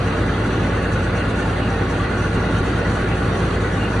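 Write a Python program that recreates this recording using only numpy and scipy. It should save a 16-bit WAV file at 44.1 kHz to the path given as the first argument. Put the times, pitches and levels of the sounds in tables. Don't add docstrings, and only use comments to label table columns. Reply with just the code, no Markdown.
import sys
import numpy as np
from scipy import signal
from scipy.fft import rfft, irfft, next_fast_len
from scipy.io import wavfile
from scipy.ndimage import uniform_filter1d, map_coordinates

SR = 44100
rng = np.random.default_rng(int(sys.argv[2]) if len(sys.argv) > 2 else 0)


def persist_wave(psi):
    counts = np.round(np.clip(psi, -1, 1) * 32767).astype(np.int16)
    wavfile.write(sys.argv[1], SR, np.atleast_2d(counts).T)


N = 176400
CYCLE_HZ = 9.33


# firing_harmonic, level_db
PUFF_HARMONICS = [(1, -28), (2, -30), (3, -47.5), (4, -41.5)]
# cycle_harmonic, level_db
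UNEVEN_ORDERS = [(7, -43.5), (11, -41), (13, -46), (15, -43), (16, -42.5), (17, -41.5), (24, -42),
                 (34, -46), (42, -42), (48, -44), (51, -43), (54, -44.5), (58, -47), (66, -46)]

def exhaust():
    firing_hz = len(CYLINDER_DB) * CYCLE_HZ
    puffs = pulse_tone(firing_hz, 0.00023, PUFF_HARMONICS, waver_db=0.2, drift_cycles=0.0078)
    roughness = sum(tone(k * CYCLE_HZ, db, waver_db=2.6, drift_cycles=0.014) for k, db in UNEVEN_ORDERS)
    return puffs + roughness


CYLINDER_DB = [1, -0.48, -1.5, -1.1, 0.23, 0.43]
# frequency_hz, relative_db
BLOCK_COLOUR = [(70, -84), (140, -59.5), (250, -55), (400, -60), (560, -58.5), (660, -68), (800, -67),
                (980, -71.5), (1130, -66), (1300, -71), (1450, -65.5), (1560, -65.5), (1700, -63.5),
                (1950, -77.5), (2300, -84), (3500, -95), (5000, -110)]

def knock():
    size = round(SR / CYCLE_HZ)
    patterns = irfft(np.exp(2j * np.pi * rng.random((2, size // 2 + 1))), size)
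    place = (clock() * CYCLE_HZ % 1) * size
    rattle = np.array([np.interp(place, np.arange(size), loop) for loop in patterns])
    firings = [(0.00526 + k / len(CYLINDER_DB) / CYCLE_HZ, db) for k, db in enumerate(CYLINDER_DB)]
    force = blows(firings, rise_s=0.00062, decay_s=0.019, scatter_db=0.3)
    return amp(-30) * spread(rattle * force, lambda hz: along(BLOCK_COLOUR, hz) + panel_lift(hz))


# start_s, relative_db
COVER_SLAPS = [(.002, -4.5), (.024, -1.5), (.056, 1.5), (.081, -10), (.096, 2.5)]
# cycle_harmonic, level_db
COVER_NOTES = [(150, -52.5), (152, -40), (158, -43.5), (161, -45.5)]
# time_s, gain_db
COVER_RIDE = [(0, -3), (.3, -1.5), (.55, -2), (1.35, 4), (1.5, -1.5), (1.85, 0), (2.25, 2), (2.55, 6),
              (2.7, 2), (3, 0.5), (3.25, 3), (3.6, -4), (4, 1)]

def covers(crest_s=0.0095):
    force = blows(COVER_SLAPS, rise_s=0.0062, decay_s=0.011, scatter_db=1.5)
    ring = 0
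    for k, db in COVER_NOTES:
        cycles = k * CYCLE_HZ * (clock() - crest_s) + 0.051 * wobble(30)
        ring += np.sqrt(2) * amp(db) * np.sin(2 * np.pi * cycles)
    return amp(ride(COVER_RIDE)) * force * ring


# start_s, relative_db
VALVE_TICKS = [(.002, -3), (0.019, -1), (.031, -4), (.061, -3), (.074, -1.5), (0.086, -5), (.101, -2)]
# frequency_hz, relative_db
PARTS_COLOUR = [(500, -1), (800, -0.5), (1200, 1.5), (1700, 2), (2100, -5), (2400, -6), (2900, -7),
                (4000, -13), (5000, -13)]

def valve_clatter(parts=6, decay_s=0.023, scatter_db=3.5, jitter_s=0.004):
    ticks = [(cycle_s + s, db) for cycle_s in np.arange(0, N / SR, 1 / CYCLE_HZ) for s, db in VALVE_TICKS]
    t = np.arange(SR // 10) / SR
    pair = np.zeros((2, N + SR))
    for start_s, db in ticks:
        for channel in pair:
            pitch_hz = rng.uniform(699.9, 4397, (parts, 1))
            strength = amp(db + scatter_db * rng.standard_normal((parts, 1)))
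            rings = strength * np.sin(2 * np.pi * (pitch_hz * t + rng.random((parts, 1))))
            at = round(abs(start_s + jitter_s * rng.standard_normal()) * SR)
            channel[at:at + len(t)] += rings.sum(0) * np.exp(-t / decay_s)
    return amp(-34.5) * spread(pair[:, :N], lambda hz: along(PARTS_COLOUR, hz) + panel_lift(hz))


# start_s, gain_db
HARD_KNOCKS = [(0.473, -17), (2.375, -16), (2.607, -11.5), (2.945, -18), (3.041, -15), (3.142, -15),
               (3.339, -27), (3.482, -15)]
# pitch_hz, relative_db, decay_s
CHASSIS_MODES = [(127, -4, 0.0078), (235, -4, .006), (373.7, -5, 0.0072)]

def thumps():
    t = np.arange(SR // 10) / SR
    thud = sum(amp(db) * np.sin(2 * np.pi * hz * t) * np.exp(-t / decay_s)
               for hz, db, decay_s in CHASSIS_MODES)
    track = np.zeros(N + SR)
    for start_s, db in HARD_KNOCKS:
        at = round(start_s * SR)
        track[at:at + len(t)] += amp(db) * thud
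    return track[:N]


# centre_hz, width_hz, level_db
GUARD_BANDS = [(2583, 79, -48.5), (2800, 43, -47)]

def guard(flare_db=3):
    flare = unit(amp(flare_db * wobble(19)))
    buzz = 0
    for centre_hz, width_hz, db in GUARD_BANDS:
        noise = rng.standard_normal((2, N))
        buzz += amp(db) * spread(noise, lambda hz: -20 * np.log10(1 + ((hz - centre_hz) / width_hz) ** 2))
    return flare * buzz


# frequency_hz, relative_db
ROAR_COLOUR = [(20, -68), (40, -59), (60, -49), (110, -53.5), (170, -52), (300, -53), (480, -55.5),
               (650, -62.5), (950, -64.5), (1150, -64.5), (1430, -59.5), (1560, -67.5), (1900, -70.5),
               (2300, -70.5), (2800, -76), (3200, -76.5), (4500, -77.5), (4950, -86), (5500, -105)]
# frequency_hz, relative_db
HISS_COLOUR = [(2000, -106), (4000, -97), (4900, -110), (5150, -104.5), (5550, -94), (5700, -76.5),
               (5920, -79.5), (6600, -85), (8200, -87.5), (9800, -86), (10500, -95.5), (11300, -103)]
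# time_s, gain_db
HISS_RIDE = [(0.04, -53), (0.05, -52.5), (0.91, -52.5), (0.94, -48.5), (1.01, -55), (1.03, -49),
             (1.08, -54), (1.15, -54), (1.17, -49), (1.2, -52.5), (1.29, -52.5), (1.3, -48), (1.34, -54),
             (1.39, -50.5), (1.65, -53.5), (1.71, -50), (1.79, -55), (1.92, -51.5), (2.08, -53),
             (2.26, -51), (2.48, -53.5), (2.51, -50), (2.59, -48), (2.62, -55), (2.65, -48.5), (2.74, -52),
             (2.94, -50), (2.96, -46), (2.99, -51.5), (3.51, -51), (3.7, -52), (3.74, -48.5), (3.94, -51.5),
             (3.95, -51)]

def fan_air(hiss_trim_db=1.78, swell_crest_s=0.091):
    roar = spread(turbulence(patchy_db=1.5), lambda hz: along(ROAR_COLOUR, hz) + panel_lift(hz))
    hiss = spread(turbulence(patchy_db=2.5), lambda hz: along(HISS_COLOUR, hz))
    swell_db = 0.5 * np.cos(2 * np.pi * CYCLE_HZ * (clock() - swell_crest_s))
    flutter_db = 1.44 * wobble(40)
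    hiss_db = ride(HISS_RIDE) + hiss_trim_db + swell_db + flutter_db
    roar_db = -24.5 - 0.48 * wobble(4.4)
    return amp(roar_db) * roar + amp(hiss_db) * hiss


# pitch_hz, first_blade_s, level_db, octave_level_db
BLADE_HUMS = [(106.37, 0.0068, -31, -39.5), (155.4, 0.0029, -38, -49), (173.7, 0.00475, -32.5, -54)]

def fan_hum():
    return sum(pulse_tone(hz, first_s, [(1, db), (2, octave_db)], waver_db=0.8, drift_cycles=0.033)
               for hz, first_s, db, octave_db in BLADE_HUMS)


# firing_harmonic, level_db
EXCAVATOR_HARMONICS = [(1, -28.5), (2, -36.5), (3, -36.5), (4, -37), (5, -44)]

def excavator(firing_hz=91.47):
    return pulse_tone(firing_hz, 0.008, EXCAVATOR_HARMONICS, waver_db=0.9, drift_cycles=0.01)


# centre_hz, width_hz, lift_db
PANEL_MODES = [(307, 12, 1.5), (600, 29, 4.5), (690, 19, 6), (788, 33, 6.5), (881, 22, 4.5),
               (1120, 50, 5.5), (1257, 27, 3), (1370, 36, 1.5), (1480, 33, 5.5), (1657, 80, 2.5),
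               (1837, 41, 5), (1954, 49, 6.5), (2024, 38, 6)]

def panel_lift(hz):
    return sum(db / (1 + (2 * (hz - centre) / width) ** 2) for centre, width, db in PANEL_MODES)


# frequency_hz, likeness
STEREO_LIKENESS = [(100, .999), (160, 1), (250, 0.99), (400, 0.9), (630, 0.64), (1000, 0.55), (1500, 0.77),
                   (2600, 0.45), (4200, .24), (6700, 0.56), (10700, 0.68)]

def spread(pair, colour_db):
    def mid_side_gains(hz):
        angle = np.arccos(np.clip(along(STEREO_LIKENESS, hz), 0, 1)) / 2
        return amp(colour_db(hz)) * np.array([np.ones_like(hz), np.tan(angle)])
    mid, side = filtered(pair, mid_side_gains)
    return np.array([mid + side, mid - side]) / mid.std()


def blows(strikes, rise_s, decay_s, scatter_db):
    power = 0
    for start_s, db in strikes:
        age = (clock() - start_s) % (1 / CYCLE_HZ)
        strength = amp(db + scatter_db * wobble(CYCLE_HZ))
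        power += (strength * (1 - np.exp(-age / rise_s)) * np.exp(-age / decay_s)) ** 2
    return unit(np.sqrt(power))


def pulse_tone(hz, first_s, harmonics, waver_db, drift_cycles):
    cycles = hz * (clock() - first_s) + drift_cycles * wobble(2.96)
    return sum(np.sqrt(2) * amp(db + waver_db * wobble(7.6)) * np.cos(2 * np.pi * k * cycles)
               for k, db in harmonics)


def tone(hz, db, waver_db, drift_cycles):
    cycles = hz * clock() + rng.random() + drift_cycles * wobble(2.77)
    return np.sqrt(2) * amp(db + waver_db * wobble(4.81)) * np.sin(2 * np.pi * cycles)


def turbulence(patchy_db):
    spectra = signal.stft(rng.standard_normal((2, N)), nperseg=1024)[2]
    patches = uniform_filter1d(rng.standard_normal(spectra.shape[1:]), size=5, axis=0)
    patches = uniform_filter1d(patches, size=7, axis=1)
    return signal.istft(spectra * amp(patchy_db * unit(patches)), nperseg=1024)[1][:, :N]


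def wobble(rate_hz):
    points = rng.standard_normal(int(N * rate_hz / SR) + 4)
    return map_coordinates(points, [clock() * rate_hz], mode="nearest")


def filtered(x, response):
    size = next_fast_len(N + SR // 2)
    return irfft(rfft(x, size) * response(np.fft.rfftfreq(size, 1 / SR)), size)[..., :N]


def along(points, hz):
    frequencies, values = np.transpose(points)
    return np.interp(np.log(hz + 1), np.log(frequencies + 1), values)


def ride(points):
    return np.interp(clock(), *np.transpose(points))


def amp(db):
    return 10 ** (np.asarray(db) / 20)


def unit(x):
    return x / np.sqrt(np.mean(x ** 2) + 1e-20)


def clock():
    return np.arange(N) / SR


def scene(balance_db=0.12):
    bulldozer = exhaust() + knock() + thumps() + valve_clatter() + covers() + guard() + fan_air()
    site = bulldozer + excavator() + fan_hum()
    return site * amp([[-balance_db], [balance_db]])


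def record(dry, cutoff_hz=11310):
    return filtered(dry, lambda hz: hz < cutoff_hz)


dry = scene()
out = record(dry)
persist_wave(out)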